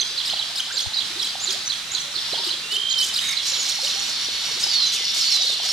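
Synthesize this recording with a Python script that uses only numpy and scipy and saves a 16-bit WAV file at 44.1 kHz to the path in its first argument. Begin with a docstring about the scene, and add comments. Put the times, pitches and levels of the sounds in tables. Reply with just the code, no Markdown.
"""Zigzag chirps over a wash of trickling water: a colony of weaver birds in thorn bushes, at two microphones.
Two birds repeat the zigzags, others give thin notes, trilled and falling whistles, rasps and a wheezy song.
Calls are pitch curves sung by a tone; rasp and wheeze are irregular slaps filtered by resonances.
A far flock chatters behind, bubbles ring in the water, wind rumbles, and foliage and banks echo the calls."""
import sys
import numpy as np
from scipy import signal
from scipy.fft import rfft, irfft
from scipy.io import wavfile
from scipy.ndimage import uniform_filter1d

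SR = 44100
rng = np.random.default_rng(int(sys.argv[2]) if len(sys.argv) > 2 else 0)


def field_ratio(decibels):
    """Amplitude ratio for a level in dB (20 dB per decade); scalars and array-likes work."""
    return 10 ** (np.asarray(decibels, dtype=float) / 20)


def waveform_to_disk(signal):
    """Save audio, clipped to [-1, 1], as 16-bit WAV at the path in sys.argv[1]."""
    frames = np.transpose(np.atleast_2d(signal))
    scaled = np.clip(frames, -1, 1) * 32767
    samples = np.round(scaled).astype(np.int16)
    wavfile.write(sys.argv[1], SR, samples)


N = 252252
T = np.arange(N) / SR

# Turning points of one zigzag chirp, shared by the further caller and the flock, before each call is varied:
# (time from the first peak [s], pitch [Hz], relative level [dB])
CHIRP_ZIGZAG = [(-.007, 3420, -6), (0, 4950, -17), (.008, 4510, -2), (.0105, 3800, -1.5), (.016, 4226, 2),
                (.020, 3950, -4.5), (.023, 4990, -10.5), (.030, 3150, -3.5), (.035, 3800, -9.5),
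                (0.047, 3140, -2.5)]


def level(x, db):
    """Root-mean-square normalisation: scale to an rms level in dB."""
    return x * field_ratio(db) / np.sqrt(np.mean(x ** 2))


def band(x, hz, width):
    """Second-order resonance with unit gain at its centre and a bandwidth in Hz."""
    return signal.lfilter(*signal.iirpeak(hz, hz / width, SR), x)


def wobble(rate):
    """Low-passed noise: smooth chance of spread 1 that changes about rate times a second."""
    window = max(int(SR / rate), 1)
    x = uniform_filter1d(uniform_filter1d(rng.standard_normal(N), window), window)
    return x / x.std()


def place(x, pan_db, lag=0):
    """Interaural cues: left minus right level in dB, and a delay of the left microphone in samples."""
    left = np.roll(x, lag) * field_ratio(pan_db / 2)
    right = x * field_ratio(-pan_db / 2)
    return np.array([left, right])


def add(out, s, hz, db, overtone_db=(), edge_s=0.00095, shape=1):
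    """Frequency modulation: sing a syrinx tone along a curve of pitch and level into out, with soft edges."""
    i = np.arange(max(int(s[0] * SR), 0), min(int(s[-1] * SR), N))
    t = i / SR
    pitch = uniform_filter1d(np.interp(t, s, hz), size=110, mode="nearest")  # muscles round the turns
    phase = 2 * np.pi * np.cumsum(pitch) / SR
    tone = np.sin(phase)
    for k, overtone in enumerate(overtone_db):
        # the windpipe passes overtones best when the pitch is low
        tone = tone + field_ratio(overtone) * (4000 / pitch) ** 2 * np.sin((k + 2) * phase)
    edge = np.clip(np.minimum(t - s[0], s[-1] - t) / edge_s, 0, 1)
    gain = np.sqrt(2) * field_ratio(np.interp(t, s, db))  # sine amplitude from rms level
    out[i] += tone * edge * gain * np.broadcast_to(shape, N)[i]


def slaps(rate):
    """Aperiodic excitation: random closures of a strained syrinx, rate per second on average, over faint noise."""
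    chance = rng.random((2, N))
    closures = (chance[0] < rate / SR) * (chance[1] - .5)
    return closures + 0.072 * rng.standard_normal(N)


def twigs(x, smear_db):
    """Short-range scattering: close twigs spread a call over a few milliseconds."""
    decay_s = .0045
    t = np.arange(int(4 * decay_s * SR)) / SR
    scatter = rng.standard_normal(len(t)) * np.exp(-t / decay_s)
    scatter = field_ratio(smear_db) * scatter / np.sqrt(np.sum(scatter ** 2))
    return x + signal.fftconvolve(x, scatter)[:N]


def foliage(x, t60_s, tail_db, echo_db):
    """Reverberation: discrete echoes and an exponentially decaying scatter, partly alike left and right, dulled."""
    # banks and trunks: (delay [s], level before echo_db is added [dB])
    reflections = [(0.033, -8.5), (0.061, -5.5), (0.1, -8.5)]
    t = np.arange(SR) / SR
    common, own = rng.standard_normal(SR), rng.standard_normal((2, SR))
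    decay = np.exp(-np.log(1000) * t / t60_s)
    onset = np.minimum(t / 0.0032, 1)
    tail = (common + 0.78 * own) * decay * onset
    tail = field_ratio(tail_db) * tail / np.sqrt(np.sum(tail ** 2, axis=1, keepdims=True))
    for s, db in reflections:
        tail[:, int(s * SR)] += field_ratio(db + echo_db)
    wet = signal.fftconvolve(x, tail, axes=1)[:, :N]
    return signal.sosfilt(signal.butter(1, 7000, fs=SR, output="sos"), wet)


def murmur(db):
    """Partial coherence: shaped noise of water and air, partly alike at both microphones, gently swelling."""
    # spectrum of the wash: (frequency [Hz], relative density [dB])
    spectrum = [(18, -53), (30, -16), (187, -7), (324, -12.5), (518, -14), (1330, -5.5), (2620, -4),
                (3230, -4), (4090, 2.5), (4420, -16.5), (5450, -6), (9940, -18), (15500, -33.5)]
    spectrum_hz, spectrum_db = np.transpose(spectrum)
    f = np.maximum(np.fft.rfftfreq(N, 1 / SR), 1)
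    gain = field_ratio(np.interp(np.log(f), np.log(spectrum_hz), spectrum_db))
    apart = gain * (f / 2500) ** 0.32  # the treble differs more between the microphones
    mid, left, right = (irfft(rfft(rng.standard_normal(N)) * g, N) for g in (gain, apart, apart))
    wash = place(mid, -6.0) + 1.17 * np.array([left, right])
    swell = field_ratio(.8 * wobble(8) + .8 * wobble(2))
    return level(wash, db) * swell


def thumps():
    """Wind pressure: low resonant noise and two Gaussian puffs, of opposite polarity at the two microphones."""
    # puffs before the microphone gains: (time [s], envelope peak [dB], frequency [Hz])
    puffs = [(0.873, -25.5, 91.4), (1.919, -42, 59)]
    out = np.zeros(N)
    for at, db, hz in puffs:
        t = T - at
        out += field_ratio(db) * np.sin(2 * np.pi * hz * t) * np.exp(-(t / 0.0092) ** 2)
    rumble = band(band(rng.standard_normal(N), 44, 50), 44, 50)
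    out += level(rumble, -66)
    return np.array([1.4 * out, -.7 * out])


def bubble(count, db, hz, rise, length):
    """Bubble resonance: a shrinking air pocket has a quick start, a rising pitch and a dying ring."""
    t = np.arange(count) / SR
    f = hz * 2 ** (-rise * np.exp(-2.2 * t / length))
    envelope = np.minimum(t / 0.0027, 1) * np.exp(-(t / length) ** 3)
    return field_ratio(db) * np.sin(2 * np.pi * np.cumsum(f) / SR) * envelope


def water(count=300):
    """Superposed bubble resonances: listed loud bubbles and a random trickle of mostly fainter ones."""
    # (time [s], level before onset and decay [dB], last pitch [Hz], rise [octaves], ring length [s])
    loud_bubbles = [(.334, -26, 887, 0.72, 0.0068), (.858, -28.5, 947, 0.75, 0.0056),
                    (1.352, -24.5, 838, 0.34, 0.0057), (1.48, -40, 396, 0.14, 0.042),
                    (1.535, -42.5, 886, 1.02, 0.048), (2.045, -49.5, 595, 0.1, 0.082),
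                    (2.328, -28.5, 1070, 2.1, 0.021), (2.375, -36.5, 965, 0.12, 0.044),
                    (2.468, -32.5, 356, 0.061, 0.018), (3.787, -31.5, 962, 0.59, 0.0094),
                    (3.828, -38.5, 629, 0.43, 0.039), (3.955, -42, 837, 0.175, 0.05),
                    (4.285, -27.5, 710, 2.7, 0.0036), (4.666, -28, 900, 0.24, 0.0044),
                    (5.006, -35.5, 585, 1.25, 0.007), (5.497, -28, 685, 0.93, 0.0037),
                    (5.599, -23, 842, 0.42, 0.0032)]
    bubbles = list(loud_bubbles)
    for a, b, c, d in rng.random((count, 4)):
        bubbles.append((a * N / SR, -53 + 13 * b ** 3, 400 * 2 ** (2.05 * c), 0.739 * d, 0.0094 + 0.0249 * d ** 2))
    out, size = np.zeros(N + SR), SR // 6
    for at, *row in bubbles:
        start = int(at * SR)
        out[start:start + size] += bubble(size, *row)
    return out[:N]


def flock(count=480):
    """Superposition of many voices: zigzags at random moments, pitches and lengths merge into chatter."""
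    # loudness course before the paths to the microphones: (time [s], level [dB])
    course = [(0, -35.5), (.3, -34), (.55, -35), (1.5, -35.5), (1.9, -40.5), (2.4, -31.5), (2.7, -38),
              (3.4, -33.5), (4.5, -30), (5.0, -27.5), (5.6, -27.5), (5.72, -30)]
    # weight of a voice by its pitch: (frequency [Hz], gain [dB])
    colour = [(2500, -6.5), (3100, -2), (4100, 0), (4800, 6.5), (6200, 12), (9000, -19)]
    out, (s, hz, db) = np.zeros((2, N)), np.transpose(CHIRP_ZIGZAG)
    colour_hz, colour_db = np.transpose(colour)
    for at, pitch, stretch, size, side in rng.random((count, 5)):
        f = hz * (.85 + .3 * pitch ** 2)
        weight_db = np.interp(np.log(f), np.log(colour_hz), colour_db)
        add(out[int(side > .5)], at * N / SR + s * (.7 + .7 * stretch), f, .5 * db + 4 * size + weight_db)
    return level(out, 0) * field_ratio(np.interp(T, *np.transpose(course)))


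def scolds():
    """Broadband resonance: irregular slaps rasp through an open beak, dulled by leaves."""
    # harsh rasps: (start [s], length [s], level before gating and dulling [dB], centre [Hz])
    rasps = [(3.016, 0.086, -30.5, 6470), (3.196, 0.14, -34, 7000), (3.199, 0.15, -36.5, 2200),
             (3.427, 0.092, -30, 5300), (3.61, 0.12, -30.5, 5600), (3.8, 0.12, -31.5, 5470),
             (4.027, 0.1, -34.5, 6040), (4.592, 0.07, -25.5, 5100), (4.923, 0.049, -28.5, 6280),
             (5.136, 0.14, -30.5, 6010), (5.31, 0.068, -27.5, 5400), (5.416, 0.14, -31, 5400),
             (5.623, 0.11, -29.5, 4830)]
    out, source = np.zeros(N), slaps(3500)
    for at, length, db, hz in rasps:
        gate = np.clip(np.minimum(T - at, at + length - T) / .02 + .3, 0, 1)
        out += gate * level(band(source, hz, 0.34 * hz ** 2 / 5500), db)
    dull = signal.sosfilt(signal.butter(1, 10000, fs=SR, output="sos"), out)
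    return dull * field_ratio(2.5 * wobble(150))


def wheeze():
    """Source and filter: irregular slaps, bunched into a rapid uneven buzz, ring the throat resonances."""
    # loudness course of the song, before its wobble: (time [s], gain [dB])
    course = [(3.39, -48), (3.5, -35.5), (4.55, -37), (4.62, -35), (5.02, -37.5), (5.3, -31), (5.58, -44),
              (5.72, -32)]
    # throat resonances: (centre [Hz], nominal width [Hz], level [dB])
    throat = [(2248.5, 147, -10.5), (2807, 69.3, -24), (3130, 470, -3), (3800, 300, -3.5), (4310, 360, 0.5),
              (5570, 310, 2), (7000, 90, -8.5), (10500, 2100, -12)]
    buzz_hz = 260 * (1 + .2 * wobble(20))
    buzz = np.sin(np.pi * np.cumsum(buzz_hz) / SR) ** 2
    source = slaps(2600) * (.03 + buzz ** 3)
    voice = np.zeros(N)
    for hz, width, db in throat:
        ring = band(band(source, hz, 1.16 * width), hz, 3.1 * width)
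        voice += field_ratio(db) * level(ring, 0)
    return field_ratio(np.interp(T, *np.transpose(course), left=-90) + 2.5 * wobble(30)) * voice


def whistles():
    """Amplitude and frequency modulation: a trill closes the voice at a steady rate; hoarse tones sputter."""
    # trilled whistle before modulation, a scoop up and a slow sag: (time [s], pitch [Hz], level [dB])
    trill = [(2.631, 2755, -38), (2.69, 2780, -40), (2.718, 2960, -28.5), (2.772, 3130, -23.5),
             (2.869, 3184, -22), (2.944, 3167, -22), (2.972, 3103, -25), (3.02, 3045, -21),
             (3.043, 3074, -29.5), (3.066, 3078, -46), (3.1, 3050, -29), (3.149, 3074, -44)]
    # pure whistles, falling, level or hooking down, one list each: (time [s], pitch [Hz], level [dB])
    clear_tones = [
        [(0.928, 3390, -24), (0.945, 4400, -29), (0.975, 3850, -25), (0.992, 3800, -29)],
        [(2.26, 5600, -45), (2.305, 5480, -37), (2.322, 4800, -31)],
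        [(3.21, 3783, -28), (3.31, 3764, -27), (3.36, 3680, -45)],
        [(4.955, 3010, -41), (4.98, 2410, -38), (5.0, 2080, -44), (5.052, 2020, -35)],
    ]
    # hoarse whistles, one list each: (time [s], pitch [Hz], level [dB])
    hoarse_tones = [
        [(3.446, 4065, -37), (4.0, 4310, -35), (4.6, 4448, -40.5)],
        [(4.668, 4865, -36), (4.708, 4860, -24), (4.722, 4610, -26), (4.76, 4420, -21.5), (4.80, 4220, -22),
         (4.85, 4000, -21.5), (4.875, 4060, -26), (4.93, 3960, -37)],
        [(5.198, 5650, -26), (5.22, 5230, -25.5), (5.24, 4680, -27), (5.264, 4150, -24), (5.286, 4780, -24),
         (5.302, 4230, -22)],
        [(5.311, 4430, -24), (5.35, 4060, -23), (5.39, 3950, -24), (5.42, 3880, -24.5), (5.45, 3800, -25.5),
         (5.47, 3834, -35)],
        [(5.486, 3520, -32), (5.505, 3800, -25), (5.525, 3620, -28), (5.56, 3800, -43)],
    ]
    out = np.zeros(N)
    trill_hz, swing_hz, depth = 57.5, 55, 0.94
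    turn = 2 * np.pi * trill_hz * (T - 2.872)  # a beat is fullest at 2.872 s
    trilling = np.clip(np.minimum((T - 2.754) / 0.03, (2.96 - T) / 0.0073), 0, 1)
    s, hz, db = np.transpose(trill)
    span = (T > s[0]) & (T < s[-1])
    pitch = np.interp(T, s, hz) - swing_hz * trilling * np.sin(turn)  # each beat slides down
    closing = 1 - trilling * depth * (.5 - .5 * np.cos(turn))
    add(out, T[span], pitch[span], np.interp(T[span], s, db), edge_s=0.0041, shape=closing)
    for rows in clear_tones:
        add(out, *np.transpose(rows), edge_s=0.008, shape=field_ratio(1.4 * wobble(150)))
    hoarse = .34  # share 0-1
    sputter = np.sqrt(1 - hoarse ** 2) + hoarse * wobble(520)
    for rows in hoarse_tones:
        add(out, *np.transpose(rows), edge_s=0.0023, shape=sputter)
    return out


def notes():
    """Frequency glides: short fluttering arches and slides, each from one of two places at random."""
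    # bends that return: (start [s], length [s], end pitch [Hz], turn pitch [Hz], level before flutter [dB])
    arches = [(0.297, 0.026, 3010, 4280, -27.5), (0.719, 0.056, 5690, 7470, -31),
              (0.805, 0.032, 5920, 6400, -29), (0.94, 0.036, 4560, 4920, -29),
              (1.291, 0.019, 4270, 5090, -30), (1.396, 0.074, 5730, 7160, -30),
              (1.911, 0.045, 5640, 7310, -29), (2.35, 0.02, 3700, 3190, -32),
              (2.89, 0.044, 5570, 7100, -28.5), (3.482, 0.044, 5980, 7320, -30),
              (4.634, 0.01, 4780, 5280, -17.5), (5.462, 0.037, 4660, 4080, -23.5),
              (5.515, 0.035, 4520, 4040, -28.5)]
    # slides and level peeps: (start [s], length [s], first pitch [Hz], last pitch [Hz], level before flutter [dB])
    slides = [(0.006, 0.023, 6260, 6020, -25), (0.324, 0.023, 3060, 4560, -25),
              (0.594, 0.0097, 1687, 1367, -36.5), (0.7, 0.019, 1303, 1720, -32),
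              (0.36, 0.019, 3650, 2840, -31), (1.49, 0.042, 5840, 7130, -30.5),
              (1.658, 0.024, 6194, 6010, -27), (1.995, 0.029, 5300, 7180, -31.5),
              (2.117, 0.015, 5700, 5400, -36), (2.205, 0.02, 5645, 5390, -39),
              (2.378, 0.014, 3070, 4250, -26), (2.42, 0.021, 4270, 3130, -27),
              (3.27, 0.035, 6770, 6160, -28), (3.32, 0.018, 5864, 3850, -24.5),
              (3.47, 0.018, 7600, 5350, -24.5), (3.58, 0.069, 7020, 6370, -28.5),
              (3.657, 0.028, 5700, 4000, -34), (3.685, 0.011, 7770, 5840, -26.5),
              (3.857, 0.01, 7850, 6760, -32), (3.997, 0.0092, 7500, 6030, -29),
              (4.065, 0.018, 8520, 5810, -33), (4.092, 0.012, 7950, 5220, -31),
              (5.09, 0.031, 5630, 5420, -28), (4.735, 0.021, 4150, 3460, -24),
              (4.86, 0.033, 6400, 6100, -26.5), (5.155, 0.047, 7480, 6700, -31),
              (5.21, 0.028, 4200, 4230, -27), (5.5, 0.016, 5270, 5370, -27),
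              (5.545, 0.0092, 5470, 5440, -31), (5.25, 0.029, 6900, 6750, -32),
              (5.278, 0.0081, 5460, 5430, -29), (5.3, 0.01, 5640, 5460, -24),
              (5.316, 0.014, 5330, 5290, -19), (5.35, 0.015, 5210, 5140, -24),
              (5.405, 0.013, 5440, 5290, -27), (5.418, 0.011, 6060, 6050, -28),
              (5.422, 0.023, 4530, 4940, -25), (5.65, 0.011, 7800, 6730, -32.5),
              (5.65, 0.016, 5800, 5900, -32), (5.665, 0.016, 4600, 4740, -25),
              (5.688, 0.026, 5470, 5350, -25)]
    out, u = np.zeros((2, N)), np.linspace(0, 1, num=12)
    flutter = field_ratio(3 * wobble(400) + 2 * wobble(120) - 2.5)
    arch = 1 - abs(2 * u - 1) ** 2.4
    for rows, glide in ((arches, arch), (slides, u)):
        for (at, length, a, b, db), side in zip(rows, rng.random(len(rows))):
            pitch = a + (b - a) * glide
            add(out[int(side > .5)], at + u * length, pitch, db + 0 * u, edge_s=0.08 * length, shape=flutter)
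    return place(twigs(out[0], -12), -4) + place(twigs(out[1], -12), -1.5, lag=2)


def caller(zigzag, chirps, overtone_db, flutter_db, breath_db):
    """Tone plus turbulence: a varied zigzag repeats, leaves make it flutter and breath noise blurs its top."""
    out, (s, hz, db) = np.zeros(N), np.transpose(zigzag)
    for at, top_db, pitch, stretch in chirps:
        add(out, at + s * stretch, hz * pitch, db + top_db, overtone_db)
    envelope = np.sqrt(uniform_filter1d(out ** 2, size=200).clip(0))
    breath = level(band(slaps(2700), 5100, 5400), breath_db) * envelope
    return out * field_ratio(flutter_db * wobble(600)) + breath


def far_caller():
    """Frequency-modulated tone: the further bird, whose pitch scatters by chance and whose overtone is faint."""
    # (time [s], level added to the zigzag [dB])
    far_times = [(-0.014, -20), (0.172, -22), (0.384, -23.5), (0.764, -22.5), (0.978, -22.5),
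                 (1.189, -23.5), (1.464, -23), (1.692, -22), (1.942, -23), (2.148, -24.5), (2.318, -26),
                 (2.499, -24.5), (2.901, -23.5), (3.152, -27), (3.361, -23.5), (3.526, -24.5),
                 (3.687, -25.5), (3.889, -26.5)]
    chirps = [(at, db, 1 + 0.014 * rng.standard_normal(), 1) for at, db in far_times]
    call = caller(CHIRP_ZIGZAG, chirps, overtone_db=(-28,), flutter_db=2, breath_db=-32)
    return twigs(call, -13)


def near_caller():
    """Frequency-modulated tone: the nearer bird, with stronger overtones, more breath and more scatter."""
    # one chirp before it is varied: (time from its peak [s], pitch [Hz], relative level [dB])
    near_zigzag = [(-.009, 3400, -1), (.002, 5450, 4.5), (.008, 4400, -1), (.014, 3522, -0.5),
                   (.018, 3920, 3), (.022, 3650, 7), (.030, 5200, 1), (.038, 2800, -4), (.046, 3300, 6)]
    # (time [s], level added to the zigzag [dB], pitch factor [1], length factor [1])
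    near_times = [(0.257, -30, 1.01, 1.01), (0.562, -28.5, 1.01, 0.99), (0.786, -30, 1.12, 0.84),
                  (1.228, -30, 1.05, 1.05), (1.51, -30.5, 1.07, 0.83), (2.449, -30.5, 0.99, 1.04),
                  (2.722, -28.5, 0.95, 1.04), (2.989, -26.5, 1.065, 1.01), (3.144, -27.5, 1.0, 1.1),
                  (3.817, -33, 0.98, 1.35), (4.61, -36.5, 1.67, 0.84), (4.928, -40.5, 0.89, 0.88)]
    call = caller(near_zigzag, near_times, overtone_db=(-11, -22), flutter_db=3, breath_db=-12.5)
    return twigs(call, -7)


def scene():
    """Direct and reverberant sound: near voices direct and echoed, the flock mostly as scatter."""
    left, right = flock()
    far = place(left, -1.7) + place(right, 0.74, lag=-2)
    far = field_ratio(-6) * far + foliage(far, t60_s=.8, tail_db=-2, echo_db=-4)
    drops = place(water(), -5)
    drops = drops + foliage(drops, t60_s=.3, tail_db=-9, echo_db=-4)
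    birds = place(scolds(), -2.64) + place(wheeze(), -3, lag=1) + notes()
    birds = birds + place(far_caller(), -8.5) + place(near_caller(), -0.85, lag=1)
    open_air = place(whistles(), -7)  # less of it reaches the foliage
    echoed = foliage(birds + field_ratio(-9) * open_air, t60_s=.6, tail_db=-5.5, echo_db=-6)
    return murmur(-31.5) + thumps() + drops + far + birds + open_air + echoed


def roll_off(x):
    """The treble ends steeply here."""
    return signal.sosfilt(signal.butter(12, 15660, fs=SR, output="sos"), x)


def record(dry):
    """Band limiting: a steep elliptic low-pass cuts the treble above 15.7 kHz."""
    mix = signal.sosfilt(signal.ellip(8, .2, 70, 15700, fs=SR, output="sos"), dry)
    return roll_off(mix)


dry = scene()
out = record(dry)
waveform_to_disk(out)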